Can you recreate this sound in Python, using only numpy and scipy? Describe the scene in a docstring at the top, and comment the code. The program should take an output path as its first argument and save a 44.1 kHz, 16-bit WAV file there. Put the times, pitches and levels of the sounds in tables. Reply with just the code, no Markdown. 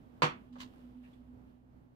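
"""A small room with a wooden floor, heard from a phone held above a bathroom scale as someone settles on it.
The platform knocks down once, rattles on its feet and thumps the boards; the room rings briefly.
Then a foot scuffs, weight shifts, clothes rustle and the load draws a creak and a squeak.
Underneath lies a bed of room noise, mains hum, faint hiss and a low wavering drone."""
import sys
import numpy as np
from scipy import signal
from scipy.fft import rfft, irfft
from scipy.io import wavfile
from scipy.ndimage import uniform_filter1d

SR = 44100
rng = np.random.default_rng(int(sys.argv[2]) if len(sys.argv) > 2 else 0)


def store_wav(level_fs):
    """Save 16-bit WAV to argv[1]."""
    pcm = np.round(np.clip(np.atleast_2d(level_fs), -1, 1) * 32767)
    wavfile.write(sys.argv[1], SR, pcm.T.astype(np.int16))


N = 85995
T = np.arange(N) / SR
BIN_HZ = np.fft.rfftfreq(N, 1 / SR)


def amp(db):
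    """Decibels to gain."""
    return 10 ** (np.asarray(db) / 20)


def pan(db):
    """Stereo gains that put the left channel db above the right."""
    return amp(np.array([[db], [-db]]) / 2)


def ride(rows):
    """A fader ride: straight lines through (time, level) rows."""
    return np.interp(T, *np.array(rows).T)


def across(rows, hz):
    """Read a table's second column on a log-frequency axis."""
    rows = np.array(rows)
    return np.interp(np.log(np.maximum(hz, 1)), np.log(rows[:, 0]), rows[:, 1])


def drift(rate_hz):
    """Smooth random modulation with a spread of 1."""
    step = max(int(SR / rate_hz), 2)
    stairs = np.repeat(rng.standard_normal(N // step + 1), step)
    smooth = uniform_filter1d(uniform_filter1d(stairs, step), step)[:N]
    return smooth / smooth.std()


def fade(age, t60):
    """Full level until age 0, then a tail that falls 60 dB in t60 seconds."""
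    return np.exp(-np.log(1000) * np.maximum(age, 0) / t60)


def envelope(start, attack, hold, t60):
    """A smooth attack, a hold and an exponential tail."""
    age = T - start
    rise = np.sin(np.pi / 2 * np.clip(age / attack, 0, 1)) ** 2
    return rise * fade(age - attack - hold, t60)


def tone(hz, wander, rate_hz):
    """A sine of rms 1 whose pitch drifts by the fraction wander."""
    pitch = hz * (1 + wander * drift(rate_hz))
    return np.sqrt(2) * np.sin(2 * np.pi * np.cumsum(pitch) / SR)


# stereo image of the noise layers: f/Hz, left-right correlation
STEREO_IMAGE = [(50, 1), (150, 1), (290, -0.23), (550, .1), (1200, -0.58), (2400, -0.38), (4500, .1),
                (15000, -0.42)]

def noise(eq, grain=1):
    """Stereo noise of rms 1, textured by grain and then equalised; centred in the bass, wide above."""
    correlation = np.clip(across(STEREO_IMAGE, BIN_HZ), -.99, .99)
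    spectrum = rfft(grain * rng.standard_normal((2, N))) * amp(across(eq, BIN_HZ))
    mid, side = spectrum * np.sqrt([1 + correlation, 1 - correlation])
    stereo = irfft([mid + side, mid - side], N)
    return stereo / stereo.std()


# EQ of the dark room noise and of the hiss: f/Hz, relative level/dB
AIR_EQ = [(15, -14), (27, -2.5), (38, -11), (55, -4), (90, -1), (160, -4), (260, 2), (400, -11), (800, -16),
          (1600, -25.5), (3300, -39), (6000, -46.5), (10000, -49.5), (13500, -44.5), (16000, -46)]
HISS_EQ = [(1000, -9), (3000, 12.5), (6000, -7), (10000, -5.5), (13500, -2.5), (16000, -11)]
# fader rides of room noise, hum fundamental and hiss: t/s, level/dB
AIR_RIDE = [(0, -57.5), (.45, -56.5), (.8, -59.5), (1.2, -61), (1.5, -60.5), (1.95, -62.5)]
HUM_RIDE = [(0, -74), (.45, -68), (.6, -63), (.72, -71), (.9, -61), (1.1, -68), (1.28, -61), (1.55, -69.5),
            (1.8, -63), (1.95, -79)]
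HISS_RIDE = [(0, -84), (.5, -84), (.7, -77), (.95, -83.5), (1.12, -79), (1.42, -94.5), (1.49, -83),
             (1.66, -96), (1.95, -93)]

def room_tone():
    """The bed: flickering room noise, swelling mains hum with a steady octave, and faint hiss."""
    flicker_db, mains_hz, octave_db = 1.56, 60.4, -70.5
    air = noise(AIR_EQ) * amp(ride(AIR_RIDE) + flicker_db * drift(rate_hz=14))
    hum = amp(ride(HUM_RIDE)) * tone(mains_hz, wander=.014, rate_hz=8)
    octave = amp(octave_db) * tone(2 * mains_hz, wander=.004, rate_hz=12)
    hiss = noise(HISS_EQ) * amp(ride(HISS_RIDE))
    return pan(-4) * (air + hum + octave + hiss)


# swells of the drone: t/s, level/dB before the trim
DRONE_RIDE = [(0, -68), (.19, -63), (.32, -58), (.362, -52), (.39, -58), (.49, -60), (.52, -48),
              (.672, -49), (.726, -65), (.84, -49), (.938, -56.5), (.982, -47.5), (1.128, -59.5),
              (1.216, -52.5), (1.248, -66), (1.29, -49.5), (1.35, -56), (1.482, -62), (1.8, -64),
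              (1.95, -71)]

def drone():
    """One low tone that wavers in level and slightly in pitch."""
    trim_db = -2
    return pan(-3.5) * amp(ride(DRONE_RIDE) + trim_db) * tone(248, wander=.0057, rate_hz=14)


# cues for foot scuffs, a soft weight shift, cloth rustles, a dry creak and a short, rough squeak:
# t/s, level/dB, attack/s, hold/s, t60/s
SCUFF_CUES = [(.524, -70, .005, .04, .25), (.580, -59, .014, .008, .12), (.602, -49, .002, .014, .17)]
SHIFT_CUES = [(.556, -52.5, 0.0011, 0.0055, 0.15)]
RUSTLE_CUES = [(.71, -67.5, 0.02, 0.093, 0.75), (1.01, -70, 0.032, 0.078, 0.37)]
CREAK_CUES = [(1.033, -67, 0.013, 0.02, 0.097)]
SQUEAK_CUES = [(1.131, -72, .003, 0.0051, 0.098)]
# resonances that colour each of them: f/Hz, relative level/dB
SCUFF_EQ = [(300, -15), (800, -12), (1020, 7), (1450, -6.5), (1750, 1), (2350, -8), (3050, 1), (3500, -3.5),
            (4900, -7), (5300, -14), (6000, -11.5), (8500, -19.5), (10500, -27.5), (15500, -23)]
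SHIFT_EQ = [(200, -31), (550, 6), (700, -2.5), (900, 10), (1250, 2), (1650, -5), (3000, -19), (8000, -57)]
RUSTLE_EQ = [(150, -21.5), (330, 2.5), (600, 0.5), (1400, -8), (3200, -18), (6500, -29), (15000, -30)]
CREAK_EQ = [(1200, -27), (1600, -5), (1790, 1.5), (2150, -6), (2420, -1), (2600, -3.5), (2800, 1),
            (3150, -22), (3600, -14), (4500, -31), (9000, -36), (15000, -46)]
SQUEAK_EQ = [(1500, -23.5), (2290, -4), (3000, -21), (3380, 1), (3750, -16), (4400, -16), (6000, -32),
             (8000, -18), (9500, -35), (15000, -42)]

def friction(cues, eq):
    """Grainy friction through the resonances of what is rubbed, one burst per cue."""
    grain_db = 2.2
    texture = noise(eq, grain=amp(grain_db * drift(rate_hz=700)))
    bursts = sum(amp(db) * envelope(start, attack, hold, t60) for start, db, attack, hold, t60 in cues)
    return pan(-3.5) * texture * bursts


# bands of the room's answer to the knock: f/Hz, relative level/dB, pan/dB
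REVERB_BANDS = [(30, -34.5, -3.5), (65, -16, -3), (120, 0, 1), (224, -1, -5), (340, -2.5, 9.5),
                (666, -8.5, -12.5), (1130, 3, -2), (1700, -5, -4.5), (2520, -6, -4.5), (3640, -9.5, -2.5),
                (3820, -21, -6), (4400, -14, -11.5), (5000, -23.5, 5), (5740, -20, -6), (8200, -31, 1.5),
                (9500, -37, 0.5), (16000, -43, 0)]
# length of its tail: f/Hz, t60/s
REVERB_DECAY = [(100, 0.25), (700, .25), (2500, 0.25), (6000, 0.17), (12000, .18)]

def room_reverb(start):
    """Dense reflections build up, hold while the platform rattles and die away band by band."""
    wash = rfft(noise(REVERB_BANDS))
    centres = [row[0] for row in REVERB_BANDS]
    out = 0
    for weights, (hz, _, pan_db) in zip(np.eye(len(centres)), REVERB_BANDS):
        band_pass = across(list(zip(centres, weights)), BIN_HZ)  # crossfades into its neighbours
        tail = envelope(start, attack=.005, hold=.019, t60=across(REVERB_DECAY, hz))
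        out = out + pan(pan_db) * irfft(wash * band_pass, N) * tail
    return amp(-27.5) * out


def floor_thump(start):
    """The floorboards take the load and give one low thump that sags in pitch."""
    start_hz, rest_hz, sag_s, rise_s = 168, 150.4, .011, .023
    age = np.maximum(T - start, 0)
    swell = np.minimum(age / rise_s, 1) * fade(age - rise_s, t60=.12)
    hz = rest_hz + (start_hz - rest_hz) * np.exp(-age / sag_s)
    phase = 2 * np.pi * np.cumsum(hz * (age > 0)) / SR
    return amp(-27) * pan(-2) * swell * np.sin(phase)


# hits of the platform, the knock and then its rattle: t/s, relative level/dB, pan/dB
PLATFORM_HITS = [(.2200, 4.5, 1), (.2230, -11.5, -4), (0.2272, -2, -8), (0.2309, -4, -8),
                 (0.243, -8.5, -3.5), (0.2508, -12.5, -4)]
# its ringing modes: f/Hz, relative level/dB, pan/dB, phase lead of the left channel/rad
PLATFORM_MODES = [(356.6, -6.5, -12, .5), (490.4, 1, -10.5, .8), (786, -14, -11, 0.53),
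                  (906, -14.5, -4, 1.6), (942, 0.5, -4, 1.6), (1021, -2, -12, 1.8), (1166, -2, -0.5, 3),
                  (1317, -3.5, -2, 2.2), (1527, -3.5, -10, 2.7), (1880, -12, -2, 3.9), (2152, -7.5, 10, 1),
                  (2380, -6.5, 3, 0.74), (2610, -12.5, -1, 0.92), (3070, -12, 2, 0.91)]
# EQ of each hit's crack: f/Hz, relative level/dB
CRACK_EQ = [(30, -41.5), (100, -21.5), (400, -5), (1200, 6), (2200, -9.5), (4500, -10), (5300, -21),
            (8200, -26), (9500, -38.5), (16000, -37)]

def platform_knock():
    """Each hit cracks and adds its energy to the platform's ringing modes."""
    crack_db, ring_db, attack_s = -26.5, -35, .0006
    crack = noise(CRACK_EQ)
    out, energy = 0, 0
    for start, db, pan_db in PLATFORM_HITS:
        snap = envelope(start, attack_s, hold=0, t60=.039)
        out = out + amp(crack_db + db) * pan(pan_db) * crack * snap
        energy = energy + (amp(db) * envelope(start, attack_s, hold=0, t60=.16)) ** 2
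    ring = amp(ring_db) * np.sqrt(2 * energy / energy.max())
    for hz, db, pan_db, lead in PLATFORM_MODES:
        phase = 2 * np.pi * (hz * T + rng.random())
        out = out + amp(db) * pan(pan_db) * ring * np.sin([phase + lead, phase])
    return out


def scene():
    """The mix: the small movements, the earlier knock with its thump and reverb, and the bed."""
    body = friction(SCUFF_CUES, SCUFF_EQ) + friction(SHIFT_CUES, SHIFT_EQ)
    cloth = friction(RUSTLE_CUES, RUSTLE_EQ)
    strain = friction(CREAK_CUES, CREAK_EQ) + friction(SQUEAK_CUES, SQUEAK_EQ)
    knock_s = PLATFORM_HITS[0][0]
    impact = platform_knock() + floor_thump(knock_s) + room_reverb(knock_s)
    return room_tone() + drone() + body + cloth + strain + impact


def record(dry):
    """The phone cuts the top of the treble."""
    top_hz = 15600
    return signal.sosfilt(signal.ellip(10, .2, 70, top_hz, fs=SR, output="sos"), dry)


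dry = scene()
out = record(dry)
store_wav(out)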